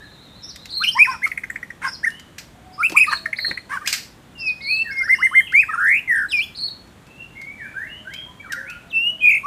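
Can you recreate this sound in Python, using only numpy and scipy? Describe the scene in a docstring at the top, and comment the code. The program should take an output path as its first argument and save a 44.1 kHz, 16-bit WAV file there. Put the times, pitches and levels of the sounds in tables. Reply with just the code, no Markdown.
"""A shama sings close by in leafy branches, over a quiet rumble and a far twitter. It opens with thin high
notes, arched notes and low rasps, all tones of its syrinx; twigs tick. Runs of dry 'tuk' calls come at
1.3 and 3.3 s, a harsh double 'chack' at 3.9 s, then pure whistles, arches, fast warbles and a swoop.
Softer song answers from further off, mostly at 7-8.7 s; a whistle and a warble close near 9 s.
Nearby surfaces echo the song."""
import sys
import numpy as np
from scipy import signal
from scipy.fft import rfft, irfft
from scipy.io import wavfile
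from scipy.ndimage import uniform_filter1d

SR = 44100
rng = np.random.default_rng(int(sys.argv[2]) if len(sys.argv) > 2 else 0)


def dump(signal):
    """Clip the signal to [-1, 1] and save it as 16-bit WAV at the path in sys.argv[1]."""
    limited = np.clip(np.atleast_2d(signal).T, -1, 1)
    pcm = np.round(limited * 32767).astype(np.int16)
    wavfile.write(sys.argv[1], SR, pcm)


N = 417186

# spectrum of chacks and twig ticks: f/Hz, gain/dB
CRACK_SPECTRUM = [(410, -70), (700, -20.5), (952, -23), (1650, -1.5), (2340, 1), (3570, -7), (4320, -2),
                  (5310, -3.5), (6350, -6.5), (8000, -8), (10200, -18), (12700, -13.5), (15000, -24)]


def undb(db):
    """Decibels to gain."""
    return 10 ** (np.asarray(db) / 20)


def unit(x):
    """Scale to rms 1."""
    return x / np.sqrt(np.mean(x ** 2) + 1e-18)


def add(out, start_s, x):
    """Mix x into out from start_s on."""
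    i = max(int(start_s * SR), 0)
    out[i:i + len(x)] += x[:max(len(out) - i, 0)]


def gain_at(hz, curve):
    """Gain of an (f/Hz, gain/dB) curve on a log-frequency axis."""
    f_hz, db = np.transpose(curve)
    return undb(np.interp(np.log(hz + 1), np.log(f_hz), db))


def colour(x, curve):
    """Filter by an (f/Hz, gain/dB) curve."""
    hz = np.arange(len(x) // 2 + 1) * SR / len(x)
    return irfft(rfft(x) * gain_at(hz, curve), len(x))


def ring(x, hz, width_hz):
    """One resonance, gain 1 at its centre."""
    return signal.lfilter(*signal.iirpeak(hz, hz / width_hz, fs=SR), x)


def wander(size, hz):
    """Random drift up to about hz, rms near 1."""
    knots = rng.standard_normal(4096)
    return np.sqrt(3 / 2) * np.interp(np.arange(size) * 2 * hz / SR, np.arange(len(knots)), knots)


def burst(t60_s, rise_s):
    """Noise with a linear rise and exponential decay."""
    t = np.arange(SR // 4) / SR
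    decay = undb(-60 * np.maximum(t - rise_s, 0) / t60_s)
    return rng.standard_normal(len(t)) * np.minimum(t / rise_s, 1) * decay


def fade(x, edge_s):
    """Ramp both ends."""
    i = np.arange(len(x))
    return x * np.clip(np.minimum(i, i[::-1]) / (edge_s * SR), 0, 1)


def progress(length_s):
    """0 to 1 through a note."""
    return np.linspace(0, 1, max(int(length_s * SR), 2))


def glide(u, from_hz, to_hz):
    """Even slide in log pitch."""
    return from_hz * (to_hz / from_hz) ** u


def swell(u, peak_at, rise_db, fall_db, curve=1.42):
    """Air pressure in dB re peak: one rise, one fall."""
    before_db = rise_db * np.abs(1 - u / peak_at) ** curve
    after_db = fall_db * np.abs((u - peak_at) / (1 - peak_at)) ** curve
    return -np.where(u < peak_at, before_db, after_db)


def gesture(points, smooth_s=.0027):
    """Start time and smoothed muscle controls from (t/s, ...) points."""
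    times_s, *columns = np.transpose(points)
    t = np.arange(times_s[0], max(times_s[-1], times_s[0] + smooth_s), 1 / SR)
    return times_s[0], [uniform_filter1d(np.interp(t, times_s, c), int(smooth_s * SR)) for c in columns]


def syrinx(hz, db, overtone_db, jitter, flutter, jitter_hz=250):
    """Near-sine membrane tone; weak, unsteady overtones pass the fixed throat resonances."""
    # overtones through throat and beak: f/Hz, level/dB re fundamental
    throat = [(2000, -25.5), (3000, -40.5), (4100, -55), (5300, -39.5), (6700, -40), (8100, -36.5),
              (9400, -30), (10700, -37.5), (11800, -38.5), (13300, -42), (15500, -45)]
    hz = hz * (1 + jitter * wander(len(hz), jitter_hz))
    phase = 2 * np.pi * np.cumsum(hz) / SR
    tone = np.sin(phase)
    for k in range(2, 9):
        strength = undb(overtone_db + 6.5 * wander(len(hz), hz=70))
        tone += strength * gain_at(np.abs(k * hz), throat) * (k * hz < SR / 2) * np.sin(k * phase)
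    gain = undb(db) * np.exp(flutter * wander(len(hz), jitter_hz))
    return np.sqrt(2) * gain * fade(tone, edge_s=.0025)


def strained(hz, db, strain):
    """Strain (0-1) turns a pure note bright and ragged."""
    return syrinx(hz, db, overtone_db=15 * strain, jitter=.002 + .05 * strain,
                  flutter=.034 + .2 * strain, jitter_hz=220)


def plain_notes(notes, **voice):
    """Syrinx notes that follow (t/s, f/Hz, level/dB) points."""
    out = np.zeros(N)
    for note in notes:
        start_s, (hz, db) = gesture(note)
        add(out, start_s, syrinx(hz, db, **voice))
    return out


def air(level_db=-47):
    """Quiet, steady outdoor rumble."""
    # f/Hz, gain/dB
    spectrum = [(15, -51.5), (25, -26), (49, -2), (224, -3.5), (438, -13), (543, -12.5), (588, -14),
                (637, -14), (1860, -18.5), (2780, -24), (3350, -22), (4040, -26.5), (5140, -32),
                (7090, -30), (15000, -40)]
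    return undb(level_db) * unit(colour(rng.standard_normal(N), spectrum))


def scatter(x, t60_s, onset_s):
    """Diffuse tail of the surroundings."""
    # f/Hz, gain/dB
    spectrum = [(200, -13), (1000, -4), (2200, -5.5), (4500, 6.5), (9000, -0.5), (15000, 6)]
    t = np.arange(SR) / SR
    envelope = np.minimum(t / onset_s, 1) * undb(-60 * t / t60_s)
    tail = colour(rng.standard_normal(SR), spectrum) * envelope
    return signal.fftconvolve(x, unit(tail) / np.sqrt(SR))[:N]


def reflections(x):
    """Direct sound plus echoes off the nearest surfaces."""
    # delay/s, gain/dB
    echoes = [(.0032, -21), (.0056, -11.5), (.0094, -15), (0.0158, -17.5), (0.029, -22.5)]
    out = x.copy()
    for delay_s, db in echoes:
        add(out, delay_s, undb(db) * x)
    return out


def far_slides(notes, edge_db, **voice):
    """Distant notes: one even slide each, loudest in the middle."""
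    out = np.zeros(N)
    for start_s, length_s, from_hz, to_hz, db in notes:
        u = progress(length_s)
        add(out, start_s, syrinx(glide(u, from_hz, to_hz), db - edge_db * (2 * u - 1) ** 2, **voice))
    return out


def far_tones():
    """Faint low tones from far away."""
    # t/s, length/s, from/Hz, to/Hz, level/dB
    notes = [(2.55, .3, 728, 754, -54.5), (3.15, .32, 665, 600, -53.5), (7.76, 0.51, 611, 623, -59),
             (8.26, .12, 960, 1050, -52), (8.56, .12, 534, 550, -53), (8.8, 0.67, 689, 605, -60)]
    return far_slides(notes, edge_db=7, overtone_db=-.5, jitter=.012, flutter=.57, jitter_hz=40)


def far_twitter():
    """A distant high note that wavers."""
    # t/s, f/Hz, level/dB, swing/Hz, rate/Hz
    points = [(0, 3960, -60, 220, 13.5), (.35, 3880, -57.5, 300, 5.8), (.67, 3880, -54, 253, 9.8)]
    out = np.zeros(N)
    start_s, (hz, db, swing_hz, rate_hz) = gesture(points)
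    waver_hz = swing_hz * np.cos(2 * np.pi * np.cumsum(rate_hz) / SR)
    add(out, start_s, syrinx(hz - waver_hz, db, overtone_db=-9, jitter=.022, flutter=.017))
    return out


def far_song():
    """Soft slides of the far singer."""
    # t/s, length/s, from/Hz, to/Hz, level/dB
    notes = [ (0, 0.063, 1764, 1700, -44), (2.08, .14, 2770, 3200, -48), (4.84, .1, 1954, 1458, -32),
             (5.0, .1, 1348, 2100, -29.5), (5.09, .19, 2700, 3050, -44.5), (5.28, 0.22, 3033, 3227, -41),
             (5.465, .025, 3100, 2300, -34), (5.68, .07, 2060, 1480, -28), (7.07, .1, 2600, 2670, -50),
             (7.17, .09, 2710, 2760, -39), (7.35, .11, 2190, 2120, -36), (7.44, .11, 2160, 2330, -37),
             (7.58, .1, 2080, 1475, -33.5), (7.57, 0.17, 2180, 2425, -41.5), (7.74, .14, 1428, 2202, -29),
             (7.87, .14, 2675, 3130, -41.5), (8.05, .06, 1430, 1720, -35), (8.1, .075, 1850, 2700, -39),
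             (8.1, .16, 3098, 3258, -38.5), (8.395, 0.023, 2235, 2345, -36), (8.425, .07, 1900, 1046, -41),
             (8.495, 0.064, 2000, 1333, -27.5), (8.555, 0.071, 2050, 1480, -30),
             (8.61, 0.17, 1530, 1397, -40), (8.645, 0.088, 1897, 3110, -37), (9.18, 0.052, 3000, 3294, -37),
             ]
    return far_slides(notes, edge_db=14, overtone_db=-7.5, jitter=.014, flutter=.3, jitter_hz=120.2)


def twigs(knock_rise_s=.005):
    """Dry ticks of twigs and leaves, and a few dull knocks."""
    # t/s, level/dB
    tick_events = [(0.558, -27), (0.655, -26.5), (1.274, -27), (2.102, -32), (2.195, -31), (2.895, -23),
                   (2.918, -23), (5.52, -31), (4.03, -38), (6.872, -47), (7.066, -44), (7.414, -33),
                   (8.136, -25.5), (8.521, -18.5), (8.531, -28), (8.698, -29.5)]
    # t/s, f/Hz, level/dB
    knock_events = [(2.9, 343, -39), (2.92, 320, -30), (3.481, 266, -33), (3.506, 220, -33)]
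    ticks, knocks = np.zeros(N), np.zeros(N)
    for start_s, db in tick_events:
        add(ticks, start_s, undb(db) * burst(t60_s=.025, rise_s=.0026))
    t = np.arange(SR // 4) / SR
    blow = t / knock_rise_s * np.exp(1 - t / knock_rise_s)
    for start_s, hz, db in knock_events:
        body = unit(ring(rng.standard_normal(len(t)), hz, width_hz=260))
        add(knocks, start_s, undb(db) * body * blow)
    return undb(3) * colour(ticks, CRACK_SPECTRUM) + knocks


def chacks():
    """Harsh chacks and bill snaps: broadband cracks, each trailing a hoarse hiss."""
    # t/s, level/dB, t60/s
    calls = [(2.381, -26.5, 0.057), (2.392, -47, .02), (3.858, -27, 0.064), (3.873, -7.5, 0.013),
             (3.925, -10.5, 0.031), (3.935, -15.5, 0.038)]
    out = np.zeros(N)
    for start_s, db, t60_s in calls:
        crack = burst(t60_s, rise_s=.0035)
        hiss = undb(-12) * burst(t60_s=.27, rise_s=.0062)
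        add(out, start_s, undb(db) * (crack + hiss))
    return undb(5) * colour(out, CRACK_SPECTRUM)


def tuks(peak_s=.0051, length_s=.0094):
    """Each 'tuk' is a steep downward flick, with no bass below about 850 Hz."""
    # t/s, level/dB, f/Hz
    calls = [(1.3144, -16, 2060), (1.3736, -16, 2130), (1.4346, -17, 2043), (1.499, -18.5, 1930),
             (1.5564, -20, 2020), (1.6274, -20.5, 2065), (1.702, -23.5, 1990), (3.256, -13, 2050),
             (3.3282, -13.5, 1963), (3.3852, -15, 1920), (3.4451, -15.5, 1900), (3.509, -15.5, 1990),
             (3.5721, -18.5, 1985)]
    notes = [[(t, hz, db - 12), (t + peak_s, hz, db - .5), (t + length_s, .88 * hz, db - 12)]
             for t, db, hz in calls]
    flicks = plain_notes(notes, overtone_db=5, jitter=.08, flutter=.2, jitter_hz=500)
    return signal.sosfilt(signal.butter(4, 850, "high", fs=SR, output="sos"), flicks)


def zing(length_s, hz, db, hop_s=.042, settle_s=.035, flick_s=.012):
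    """Pitch, level, buzz swing of a held note: overshoots, swells as the buzz narrows, flicks down."""
    u = progress(length_s)
    t = u * length_s
    pressure_db = swell(u, peak_at=.72, rise_db=16, fall_db=5)
    hop_oct = .25 * np.cos(2 * np.pi * t / hop_s) * np.exp(-t / settle_s)
    flick_oct = .2 * np.maximum(1 - (length_s - t) / flick_s, 0)
    swing_hz = 100 - 16 * pressure_db
    return hz / 2 ** (hop_oct + flick_oct), db + pressure_db, swing_hz


def tsip(length_s, hz, db, swing_hz=240, climb_oct=.14, fall_oct=.52, fall_at=.75):
    """Pitch, level, buzz swing of a two-beat note that falls away."""
    u = progress(length_s)
    fall = np.maximum(u - fall_at, 0) / (1 - fall_at)
    bend_oct = climb_oct * (u - .5) - fall_oct * fall
    gap_db = 15 * np.cos(2 * np.pi * u) ** 2 * (1 - fall / 4)
    return hz * 2 ** bend_oct, db - gap_db, swing_hz


def thin_notes(buzz_hz=130):
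    """High side of the syrinx: rising lisps and buzzing notes ring a narrow resonance."""
    # t/s, level/dB
    lisps = [(.828, -32), (0.861, -34), (0.913, -27.5), (0.969, -30), (1.033, -33.5), (1.094, -31.5),
             (4.903, -37.5), (4.967, -35.5), (5.023, -34.5), (5.079, -36), (5.135, -35.5), (5.192, -39.5)]
    # both: t/s, length/s, f/Hz, level/dB
    zings = [(.69, .138, 4172, -23.5), (3.059, .12, 4270, -27.5), (3.358, .149, 4231, -24.5),
             (4.609, .165, 4374, -25.5), (6.547, .143, 4338, -24.5)]
    tsips = [(.422, 0.1, 5550, -31), (1.862, .1, 5330, -29), (2.72, .11, 5100, -43),
             (4.38, .122, 5204, -30), (6.296, 0.11, 5240, -30.5)]
    rises = [[(t, 4600, db - 7), (t + .024, 5500, db), (t + .04, 5500, db - 7)] for t, db in lisps]
    out = plain_notes(rises, overtone_db=1, jitter=.022, flutter=.15, jitter_hz=300)
    for shape, notes in (zing, zings), (tsip, tsips):
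        for start_s, *note in notes:
            hz, db, swing_hz = shape(*note)
            rate_hz = buzz_hz * (1 + .18 * wander(len(hz), hz=80))
            buzz = np.sin(2 * np.pi * np.cumsum(rate_hz) / SR)
            tone = syrinx(hz + swing_hz * buzz, db, overtone_db=11, jitter=.25 * swing_hz / hz,
                          flutter=.2, jitter_hz=220)
            add(out, start_s, tone)
    return undb(-2.5) * out + undb(-7) * ring(out, hz=4270, width_hz=220)


def rasps(sag_oct_per_db=.011, doubling_per_db=.028):
    """Low notes: below peak pressure the pitch sags and period doubling adds half-order harmonics."""
    # t/s, length/s, peak position/0-1, top f/Hz, level/dB, doubling at peak/0-1
    notes = [ (1.065, 0.093, .26, 1061, -20, 0.09), (1.252, 0.031, 0.52, 1380, -31, .8),
             (1.815, .09, .4, 1090, -25.5, .55), (3.064, .052, .45, 1240, -19.5, 0.06),
             (3.105, .052, .45, 1193, -25.5, .9), (3.691, 0.093, 0.54, 1150, -25, .4),
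             (3.805, .04, 0.37, 1230, -32.5, .15), ]
    # open throat: f/Hz, gain/dB
    throat = [(520, -27), (750, -21), (1050, 9), (1650, 4.5), (2300, -7.5), (3100, -17.5), (4100, -26),
              (5500, -20), (7200, -21), (9300, -15), (11500, -37), (14000, -24)]
    out = np.zeros(N)
    for start_s, length_s, peak_at, top_hz, db, min_doubling in notes:
        pressure_db = swell(progress(length_s), peak_at, rise_db=22, fall_db=23, curve=1.3)
        doubling = np.clip(min_doubling - doubling_per_db * pressure_db, 0, 1)
        hz = top_hz * 2 ** (sag_oct_per_db * pressure_db)
        hz *= 1 + .07 * doubling * wander(len(hz), hz=260)
        half_phase = np.pi * np.cumsum(hz) / SR
        tone = np.zeros(len(hz))
        for k in range(1, 27):  # k = 2 is the fundamental
            strength = 1 if k == 2 else doubling * gain_at(k * hz / 2, throat) * (k * hz < SR)
            flutter_db = 6.5 * doubling * wander(len(hz), hz=130)
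            tone += strength * undb(flutter_db) * np.sin(k * half_phase)
        add(out, start_s, np.sqrt(2) * undb(db + pressure_db) * fade(tone, edge_s=.005))
    return out


def slides():
    """Short slides that steepen and swell towards their end."""
    # t/s, length/s, from/Hz, to/Hz, level/dB, strain/0-1
    notes = [ (.8, .033, 1120, 1670, -20, .4), (.948, .035, 860, 1150, -18, .3),
             (2.03, .024, 1620, 2230, -15, .25), (2.778, .051, 1130, 1500, -18, .2),
             (2.94, .025, 850, 1330, -20, .4), (3.835, .036, 1400, 2550, -29, .9),
             (8.895, .027, 4000, 2750, -39, .7), (9.432, .04, 1074, 1250, -20, 0), ]
    out = np.zeros(N)
    for start_s, length_s, from_hz, to_hz, db, strain in notes:
        u = progress(length_s)
        pressure_db = swell(u, peak_at=.76, rise_db=22, fall_db=5)
        add(out, start_s, strained(glide(u ** 1.3, from_hz, to_hz), db + pressure_db, strain))
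    return out


def whistles():
    """Long, pure, freely shaped whistles."""
    # one curve a note: t/s, f/Hz, level/dB
    notes = [
        [(4.35, 2910, -50), (4.364, 2800, -47), (4.408, 2733, -33.5), (4.48, 2512, -21), (4.51, 2504, -20),
         (4.527, 2420, -36)],
        [(4.605, 2082, -37), (4.617, 2190, -39), (4.667, 2184, -28.5), (4.711, 2513, -20), (4.807, 2657, -19),
         (4.825, 2654, -20), (4.835, 2561, -34)],
        [(4.908, 2180, -40), (4.922, 2183, -28), (4.944, 2142, -37), (4.994, 2140, -21), (5.0, 2144, -26),
         (5.022, 2090, -15), (5.033, 2071, -32)],
        [(8.92, 2667, -46), (8.932, 2653, -28), (8.946, 2700, -23), (8.97, 2641, -15), (8.986, 2689, -20),
         (9.1, 2930, -19.5), (9.127, 2934, -33)],
    ]
    return plain_notes(notes, overtone_db=-1, jitter=.004, flutter=.03, jitter_hz=220)


def swoop(brighten_db_per_oct=40):
    """One whistle that dives and climbs, brighter the higher it is."""
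    # t/s, f/Hz, level/dB
    points = [(6.285, 4120, -44), (6.303, 3840, -38), (6.337, 2490, -17.5), (6.395, 2323, -18.5),
              (6.409, 2556, -19), (6.435, 3430, -30.5), (6.447, 3330, -36)]
    out = np.zeros(N)
    start_s, (hz, db) = gesture(points)
    overtone_db = -2 + brighten_db_per_oct * np.log2(hz / hz.min())
    add(out, start_s, syrinx(hz, db, overtone_db, jitter=.003, flutter=.03, jitter_hz=220))
    return out


def warbles(onset_s=.019, swing_cost_db=4):
    """Plain glides until a fast, uneven pitch swing sets in and costs some level."""
    # t/s, length/s, from/Hz, to/Hz, bend (<1 = early), level/dB, peak position/0-1, rise/dB,
    # plain part/s, swing/Hz, rate/Hz
    notes = [ (5.777, 0.22, 1380, 2700, 1.1, -9.5, 0.62, 10, 0.0051, 160, 101),
             (6.075, .19, 2230, 1540, .55, -13, 0.28, 13, .045, 155, 63),
             (9.205, 0.18, 2600, 2380, .3, -8.5, .38, 26.5, .08, 254, 45), ]
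    out = np.zeros(N)
    for start_s, length_s, from_hz, to_hz, bend, db, peak_at, rise_db, plain_s, swing_hz, rate_hz in notes:
        u = progress(length_s)
        depth = np.clip((u * length_s - plain_s) / onset_s, 0, 1)
        cycles = np.cumsum((depth > 0) * rate_hz * (1 + .1 * wander(len(u), hz=30))) / SR
        hz = glide(u ** bend, from_hz, to_hz) - depth * swing_hz * np.sin(2 * np.pi * cycles)
        level_db = db + swell(u, peak_at, rise_db, fall_db=9, curve=1.9) - swing_cost_db * depth
        add(out, start_s, syrinx(hz, level_db, overtone_db=-.5, jitter=.011, flutter=.017))
    return out


def arches(scoop_lag_s=.045, drop_oct_per_s=28, muscle_lag_s=.005):
    """Loud notes scoop ever faster up to a hold, then drop, fading with distance from the held pitch."""
    # hold t/s, scoop/s, hold/s, drop/s, from/Hz, to/Hz, level/dB, strain/0-1
    notes = [ (.837, 0.0075, .014, 0.0089, 2800, 2743, -15.5, 1),
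             (0.869, .012, 0.029, .003, 2942, 3115, -15.5, .8),
             (.993, .013, .046, .024, 2260, 2630, -7, .15),
             (1.232, .014, 0.029, .003, 2044, 2310, -16.5, 0.57),
             (2.067, 0.013, .015, 0.0076, 1850, 1790, -15.5, 0.2),
             (2.832, .005, 0.039, .003, 2265, 2777, -13.5, 0.49),
             (2.969, .007, .022, 0.0035, 2455, 2590, -6, .6),
             (2.997, 0.0031, 0.039, .016, 2418, 2553, -10, .55),
             (5.097, 0.021, 0.045, 0.012, 2021, 2138, -9.5, 0.04),
             (5.229, .045, .035, 0.011, 2047, 2112, -8.5, .03),
             (5.354, .042, .046, 0.011, 2080, 2120, -7, .03), (5.542, .02, .072, .028, 2080, 2650, -9, 0),
             (5.691, 0.0098, 0.011, 0.0094, 1290, 1260, -24, .1),
             (5.739, 0.0087, .012, 0.012, 1362, 1326, -17, 0.02), ]
    out = np.zeros(N)
    for at_s, scoop_s, hold_s, drop_s, from_hz, to_hz, db, strain in notes:
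        t = np.arange(-scoop_s, hold_s + drop_s, 1 / SR)
        u = np.clip(t / hold_s, 0, 1)
        scoop_oct = 1.7 * (1 - np.exp(np.minimum(t, 0) / scoop_lag_s))
        drop_oct = drop_oct_per_s * np.maximum(t - hold_s, 0)
        hz = glide(u, from_hz, to_hz) / 2 ** (scoop_oct + drop_oct)
        level_db = db - 4 * (2 * u - 1) ** 2 - 21 * np.sqrt(scoop_oct) - 14 * np.sqrt(drop_oct)
        hz, level_db = uniform_filter1d([hz, level_db], int(muscle_lag_s * SR))
        add(out, at_s - scoop_s, strained(hz, level_db, strain))
    return out


def scene():
    """Near bird, far singers and air; only the chacks have stereo width."""
    # direct-path treble loss, beak pointing past the listener: f/Hz, gain/dB
    off_axis = [(3000, 0), (5500, -1), (7000, -8), (9500, -5), (15000, -8)]
    harsh = chacks()
    cracks = harsh + twigs()
    song = whistles() + swoop() + arches() + slides() + warbles() + rasps() + thin_notes() + tuks()
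    far = far_song() + far_twitter() + far_tones()
    mid = air() + reflections(colour(song, off_axis) + cracks)
    mid += undb(-8.5) * scatter(song + cracks, t60_s=.38, onset_s=.008)
    mid += undb(-.5) * far + undb(6) * scatter(far, t60_s=.45, onset_s=.0037)
    side = undb(-8) * scatter(harsh, t60_s=.03, onset_s=.002)
    side = signal.sosfilt(signal.butter(8, 4000, "high", fs=SR, output="sos"), side)
    return np.array([mid + side, mid - side])


def record(dry):
    """Steep low-pass at 15.2 kHz."""
    return signal.sosfilt(signal.ellip(8, .2, 70, 15200, fs=SR, output="sos"), dry)


dry = scene()
out = record(dry)
dump(out)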